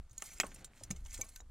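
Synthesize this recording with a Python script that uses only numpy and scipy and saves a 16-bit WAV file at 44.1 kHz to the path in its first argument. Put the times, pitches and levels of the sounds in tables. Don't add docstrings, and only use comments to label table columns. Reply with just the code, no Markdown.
import sys
import numpy as np
from scipy import signal
from scipy.fft import rfft, irfft
from scipy.io import wavfile
from scipy.ndimage import uniform_filter1d

SR = 44100
rng = np.random.default_rng(int(sys.argv[2]) if len(sys.argv) > 2 else 0)


def elevation(decibels):
    levels = np.asarray(decibels, float)
    return 10 ** (levels / 20)


def unload_wav(signal):
    wavfile.write(
        sys.argv[1],
        SR,
        np.round(np.clip(np.atleast_2d(signal).T, -1, 1) * 32767).astype(np.int16),
    )


N = 66150
STRIKE = 6000


def unit(x):
    return x / np.sqrt(np.mean(x ** 2) + 1e-30)


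def curve(rows):
    return np.interp(np.arange(N) / SR, *np.array(rows).T)


def colour(x, points):
    hz, db = np.array(points).T
    f = np.maximum(np.arange(len(x) // 2 + 1) * SR / len(x), 1)
    gain_db = np.interp(np.log(f), np.log(hz), db, left=-70, right=-70)
    return irfft(rfft(x) * elevation(gain_db), len(x))


def around(x, low_hz, high_hz):
    return signal.lfilter(*signal.butter(1, [low_hz, high_hz], "band", fs=SR), x)


def fade(t60, size=STRIKE):
    return np.exp(-np.log(1000) * np.arange(size) / SR / max(t60, .002))


def ring(hz, t60):
    return fade(t60) * np.sin(2 * np.pi * hz * np.arange(STRIKE) / SR)


def add(out, s, x):
    i = int(s * SR)
    out[i:i + len(x)] += x[:N - i]


def walk(rate):
    hold = int(SR / rate)
    steps = np.repeat(rng.standard_normal(N // 50), hold)[:N]
    return unit(uniform_filter1d(steps, hold))


# pitch_hz, level_db (per Hz)
AIR_TONE = [(88, -17.5), (150, -3.5), (618, -15), (709, -15), (1070, -8), (1280, -4.5), (1530, -19.5),
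            (10300, -20.5), (13500, -39)]


def room_air():
    return unit(colour(rng.standard_normal(N), AIR_TONE)) * elevation(-80.5 + 0.5 * walk(9.8))


# start_s, level_db
SWAY = [
    (0, -45.5),
    (.07, -60.5),
    (.5, -56),
    (.8, -62),
    (.95, -45.5),
    (1.07, -49),
    (1.25, -54),
    (1.33, -55.5),
    (1.5, -54.5),
]
# pitch_hz, level_db (per Hz)
RUMBLE_TONE = [(8.8, -34), (15, 7), (36, 3), (70, -3.5), (107, -20), (300, -31), (390, -55.5), (660, -120)]


def rumble():
    return unit(colour(rng.standard_normal(N), RUMBLE_TONE)) * elevation(curve(SWAY))


# start_s, level_db
SHIFT = [(0, -75), (.05, -77), (.2, -71.5), (.3, -69), (.47, -66.5), (.62, -62), (.72, -72), (.85, -65),
         (1., -69), (1.1, -82), (1.25, -64), (1.33, -76.5), (1.5, -77.5)]
# pitch_hz, level_db (per Hz)
MAT_TONE = [(71, -35.5), (120, 2), (393, -9.5), (710, -11), (1100, -18), (1480, -14), (3500, -22),
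            (4550, -22.5), (7700, -120)]


def rustle():
    grain = rng.standard_normal(N) * elevation(2 * walk(120))
    return unit(colour(grain, MAT_TONE)) * elevation(curve(SHIFT))


# start_s, level_db, pitch_hz, t60_s
KNOCKS = [(0.112, -53, 119, 0.12), (0.2237, -38.5, 1287, 0.015), (0.4011, -35, 753, 0.014),
          (0.402, -49.5, 377, 0.2), (.434, -27, 1290, 0.011), (0.437, -47.5, 201, 0.12),
          (.440, -31, 655, 0.0084), (.443, -41.5, 1090, 0.068), (0.465, -45, 590, 0.0073),
          (0.62, -56, 129, 0.15), (.810, -49.5, 547, 0.045), (0.813, -52, 107.4, 0.36),
          (0.904, -31, 186.7, 0.075), (0.909, -45.5, 578, 0.032), (1.055, -61.5, 925, 0.077),
          (1.190, -45, 523, 0.059), (1.194, -53, 824, 0.037), (1.214, -40, 2295, 0.08),
          (1.362, -57.5, 1522, 0.11), (1.402, -53.5, 755, 0.051)]
KNOCK_NOISE_DB, PUSH_CYCLES = -4, 0.5


def knocks():
    out = np.zeros(N)
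    for s, db, hz, t60 in KNOCKS:
        scatter = unit(around(rng.standard_normal(STRIKE), hz / 3, hz * 2))
        dull_db = 15 if hz > 1400 else 7 if hz < 190 else 0
        tone = np.sign(190 - hz) * ring(hz, t60)
        knock = tone + elevation(KNOCK_NOISE_DB - dull_db) * scatter * fade(2.46 * t60)
        push = np.hanning(int(PUSH_CYCLES * SR / hz) + 3)
        add(out, s, elevation(db) * np.convolve(knock, push / push.sum()))
    return out


# pitch_hz, level_db, t60_s
STEEL = [(2162, -9, 0.093), (2660, -13, 0.046), (3160, -9.5, 0.03), (3210, -23, 0.2), (4230, -3.5, 0.015),
         (5000, -30.5, 0.034), (6660, -3.5, 0.029), (7350, -11, 0.097), (7720, -13, 0.04),
         (8130, -13.5, 0.15), (9900, -42, 0.082), (9250, -20.5, 0.064), (11060, -14, 0.089),
         (13000, -31, 0.015)]
# start_s, level_db
RUB = [(0, -91), (.09, -93), (.2, -64), (.25, -56.5), (.31, -61), (.45, -60.5), (.5, -68.5), (.61, -69.5),
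       (.69, -91), (.78, -64.5), (.88, -75.5), (.94, -71.5), (1.042, -74.5), (1.054, -67.5), (1.14, -56),
       (1.26, -64.5), (1.39, -68), (1.43, -90.5)]
# pitch_hz, level_db (per Hz)
RASP_TONE = [(470, -33), (800, -5.5), (943, -13), (2320, -6), (2700, -11.5), (4420, -9.5), (6630, -3.5),
             (15300, -12), (16500, -36.5)]
SLIPS_PER_S, SLIP_SPREAD_DB, FLICKER_DB, PATCHY_DB, RASP_RING_DB = 2200, 4.6, 3, 4.2, -3
HISS_HZ = 6800
REACH_DB_PER_OCT, GRIP_DAMP = -11, .5


def rasp():
    happens = rng.random(N) < SLIPS_PER_S / SR
    sign = np.sign(rng.standard_normal(N))
    size = elevation(SLIP_SPREAD_DB * np.minimum(rng.exponential(size=N), 3.5))
    slips = happens * sign * size * elevation(FLICKER_DB * walk(40.14))
    rung, patches = np.zeros(N), np.zeros(N)
    for hz, db, t60 in STEEL:
        flaring = slips * elevation(PATCHY_DB * walk(40.4))
        mode_db = db + REACH_DB_PER_OCT * abs(np.log2(hz / HISS_HZ)) / 2
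        rung += signal.fftconvolve(flaring, elevation(mode_db) * ring(hz, GRIP_DAMP * t60))[:N]
    for k, hz in enumerate(300 * 1.5 ** np.arange(11)):
        shifted = np.roll(slips, 997 * k)
        patches += around(shifted, hz / 1.25, hz * 1.25) * elevation(PATCHY_DB * walk(60))
    return (unit(colour(patches, RASP_TONE)) + elevation(RASP_RING_DB) * unit(rung)) * elevation(curve(RUB))


# start_s, level_db, pitch_hz, t60_s
PINGS = [(.2225, -36.5, 2780, 0.012), (.224, -47, 10520, 0.037), (.239, -47.5, 8900, 0.031),
         (.301, -54, 5960, 0.061), (.308, -56.5, 2296, 0.085), (.318, -65, 6800, 0.035),
         (.321, -55, 11000, .05), (.370, -55, 7500, 0.044), (.383, -45, 7500, 0.023),
         (.386, -57, 2580, .04), (.404, -36, 7780, 0.071), (.406, -31, 2516, 0.028),
         (.407, -33, 3237, 0.035), (.402, -40.5, 749, .05), (.410, -49, 11300, 0.045),
         (.645, -54.5, 3780, 0.039), (.645, -52, 5580, 0.038), (.645, -47, 7250, .07),
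         (.646, -48, 8940, 0.024), (.180, -33.5, 6730, 0.024), (.809, -53, 533, 0.031),
         (.810, -64, 780, 0.027), (.818, -61, 490, 0.024), (.835, -43.5, 9200, 0.037),
         (.835, -46.5, 5950, 0.046), (.835, -50.5, 5200, .03), (1.107, -51, 6310, .04),
         (1.142, -58, 2330, .08), (1.176, -54, 8300, .05), (1.190, -47.5, 311, 0.019),
         (1.190, -49, 796, .04), (1.189, -46, 102.6, 0.16), (1.197, -51.5, 653, 0.053),
         (1.201, -56, 400, .04), (1.212, -35, 7780, 0.021), (1.212, -37.5, 11970, 0.027),
         (1.216, -26.5, 6430, 0.024), (1.230, -45, 2290, 0.047), (1.230, -59, 1110, .1),
         (1.244, -57, 8200, .06), (1.266, -54, 6610, .03), (1.289, -53.5, 10270, 0.074),
         (1.289, -52, 8070, 0.051), (1.360, -46, 4610, 0.014), (1.361, -50.5, 4030, 0.034),
         (1.392, -53.5, 6800, 0.032), (1.403, -53.5, 3860, 0.038), (1.404, -50, 6800, 0.025)]
PING_RISE_S, PING_WOBBLE_DB = .0006, 4.5


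def pings():
    out = np.zeros(N)
    for s, db, hz, t60 in PINGS:
        wobble = unit(uniform_filter1d(rng.standard_normal(STRIKE), size=70))
        level = elevation(db + PING_WOBBLE_DB * np.tanh(wobble))
        add(out, s, -level * ring(hz, t60) * (1 - fade(7 * PING_RISE_S)))
    return out


# start_s, level_db, pitch_hz
TAPS = [(0.1797, -34.5, 8300), (0.26, -43, 8900), (.4006, -21.5, 2140), (0.4006, -29, 4400),
        (.5175, -46.5, 2150), (0.5256, -49, 2200), (0.7349, -50, 2320), (.906, -43.5, 1740),
        (0.9089, -34, 2170), (0.9133, -32.5, 6800), (1.069, -43, 8470), (1.2163, -33, 6740),
        (1.361, -38.5, 12300), (1.363, -49, 2720), (1.4035, -48, 1900)]


def taps():
    out = np.zeros(N)
    for s, db, hz in TAPS:
        add(out, s, -elevation(db) * ring(hz, .005))
    return out


# start_s, level_db, favoured pitch_hz, low_body_db, chatter_ms
CLICKS = [(0.0942, -55.5, 6400, -29, 3.6), (0.1095, -52.5, 6440, -28, 3.8),
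          (0.1795, -34.5, 7560, -20, 0.71), (0.222, -25.5, 7190, -4, 0.63), (0.2591, -40, 8950, -12, 1.4),
          (0.518, -46, 6000, 4, .6), (0.5429, -40.5, 9470, -30, 2.9), (0.6444, -34, 8070, -19, 2),
          (0.7345, -68, 5000, -4, 0.54), (0.7652, -57, 2110, 8, 2.8), (0.8351, -37.5, 6960, -14, 1.4),
          (0.9048, -35.5, 9250, -11, 1.17), (0.9094, -25.5, 6650, -11.5, 1.42),
          (0.9614, -44, 6220, -9.5, 2.8), (1.059, -41.5, 6110, -5, 1.94), (1.1334, -39, 9650, -32, 4.2),
          (1.1418, -33.5, 8600, -18, 3.6), (1.1757, -41, 8570, -31, 3.5), (1.2122, -26, 7180, -40, 1.4),
          (1.2894, -46.5, 8150, -38, 2), (1.3596, -38.5, 6250, -11.5, 1.58)]
MORE_CLICKS = [(.130, -53, 9100, -19, 1.5), (.239, -53, 10100, -20, 2.2), (.316, -43.5, 6150, -5.5, 4.6),
               (.466, -38.5, 8650, -11, 0.82), (.526, -59, 2280, 1, 0.88), (.559, -44.5, 5750, -6.5, 2.3),
               (.850, -50, 5630, -17, 1), (1.051, -48, 6600, -10, 1), (1.128, -40, 6800, -10, 1.5),
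               (1.146, -41.5, 4030, -11, 0.86), (1.195, -44.5, 9900, -30, 12), (1.244, -48.5, 10300, -24, 4.1),
               (1.403, -46.5, 5740, -22, 1.8)]
# pitch_hz, level_db
CRACK_TONE = [(1000, -3.5), (2500, 6), (4500, -7), (7000, 1), (9000, -8), (12000, -10.5), (16000, -7)]
CLICK_TRIM_DB, CHATTER_PER_S = -2, 2500
SPLIT_HZ = 3800
FAVOURED_DB, FAVOURED_T60_S, RING_SCATTER_DB = 3.5, 0.023, 6
CRACK_DB, TAIL_DB, TAIL_T60_S = -5, -1.5, 0.063


def click_lean_db(f, favoured_hz, low_db):
    if f < SPLIT_HZ:
        return low_db
    return REACH_DB_PER_OCT * abs(np.log2(f / max(favoured_hz, SPLIT_HZ)))


def clicks():
    out, t = np.zeros(N), np.arange(1500) / SR
    for s, db, hz, low_db, ms in list(CLICKS) + list(MORE_CLICKS):
        luck, noise = rng.standard_normal((2, len(STEEL))), rng.standard_normal((2, STRIKE))
        ms = max(ms, .3)
        u = t / (ms / 2000)
        contacts = (rng.random(1500) < CHATTER_PER_S / SR) * noise[0, :1500] * u * np.exp(1 - u)
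        contacts[0] = 1
        looseness = np.sqrt(ms / 2)

        body = elevation(FAVOURED_DB) * ring(hz, FAVOURED_T60_S * looseness)
        for (f, mode_db, t60), louder, sharper in zip(STEEL, *luck):
            level = elevation(mode_db + RING_SCATTER_DB * louder + click_lean_db(f, hz, low_db))
            damped_t60 = GRIP_DAMP * t60 * looseness * min(1, hz / f)
            body += level * ring(f * (1 + 0.023 * sharper), damped_t60)

        tone = []
        for f, tone_db in CRACK_TONE:
            share = 1 if f < SPLIT_HZ else 2
            tone.append((f, tone_db + click_lean_db(f, hz, low_db) / share))
        decay = elevation(CRACK_DB) * fade(0.018) + elevation(TAIL_DB) * fade(TAIL_T60_S * looseness)
        hiss = colour(noise[1], tone) * decay
        x = signal.fftconvolve(body + 2 * hiss, contacts)
        add(out, s, elevation(db + CLICK_TRIM_DB) * x / np.abs(x).max())
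    return out


# pitch_hz, level_db
SNAP = [(1900, -4.5), (2500, 3), (3900, -26), (5100, 4.5), (6700, 8), (8300, -11), (9800, -29)]
SLAM_S, SLAM_DB, SNAP_DB, SNAP_T60_S = .4005, -13, 5, 0.012
RATTLE_DB, RATTLE_T60_S, RATTLE_HOLD_S, RATTLE_AFTER_DB = 0.5, 0.083, .018, -11


def slam():
    out, noise = np.zeros(N), rng.standard_normal((2, STRIKE))
    body = sum(elevation(db) * ring(hz, t60) for hz, db, t60 in STEEL)
    snap = -sum(elevation(db) * ring(hz, SNAP_T60_S) for hz, db in SNAP)
    grains = elevation(.8 * unit(uniform_filter1d(noise[1], size=60)))
    rattle = unit(colour(noise[0] * grains, CRACK_TONE)) * fade(RATTLE_T60_S)
    since_hold = np.arange(STRIKE) / SR - RATTLE_HOLD_S
    held = np.interp(since_hold, [-.008, .004], [1, elevation(RATTLE_AFTER_DB)])
    x = (body + elevation(RATTLE_DB) * rattle) * held + elevation(SNAP_DB) * snap
    add(out, SLAM_S, elevation(SLAM_DB) * x / np.abs(x).max())
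    return out


PORT_LAG_S, SIDE_FROM_HZ, DIFFUSE_DB, HISS_DB = 1.95e-5, 400, -10, -78


def two_ports(mid):
    f = np.arange(N // 2 + 1) * SR / N
    half_lag = np.pi * f * PORT_LAG_S
    reflections = unit(rng.standard_normal(300) * fade(.006, size=300)) / np.sqrt(300)
    echo = signal.fftconvolve(mid, reflections)[:N]
    spread = rfft(mid) + elevation(DIFFUSE_DB) * rfft(echo)
    side = -1j * np.sin(half_lag) * spread / (1 + (SIDE_FROM_HZ / (f + 1)) ** 2)
    hiss_shape = np.exp(-np.log2((f + 1) / HISS_HZ) ** 2)
    hiss = rfft(rng.standard_normal((2, N))) * elevation(HISS_DB) * hiss_shape
    return irfft(rfft(mid) * np.cos(half_lag) + side * np.array([[1], [-1]]) + hiss, N)


def scene():
    background = room_air() + rumble() + rustle()
    tool = knocks() + rasp() + pings() + taps() + clicks() + slam()
    return two_ports(background + tool)


def low_pass(x):
    return signal.sosfilt(signal.butter(12, 16680, fs=SR, output="sos"), x)


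def record(dry):
    top_cut = signal.ellip(8, .2, 70, 16350, fs=SR, output="sos")
    mix = signal.sosfilt(top_cut, dry)
    return low_pass(mix)


dry = scene()
out = record(dry)
unload_wav(out)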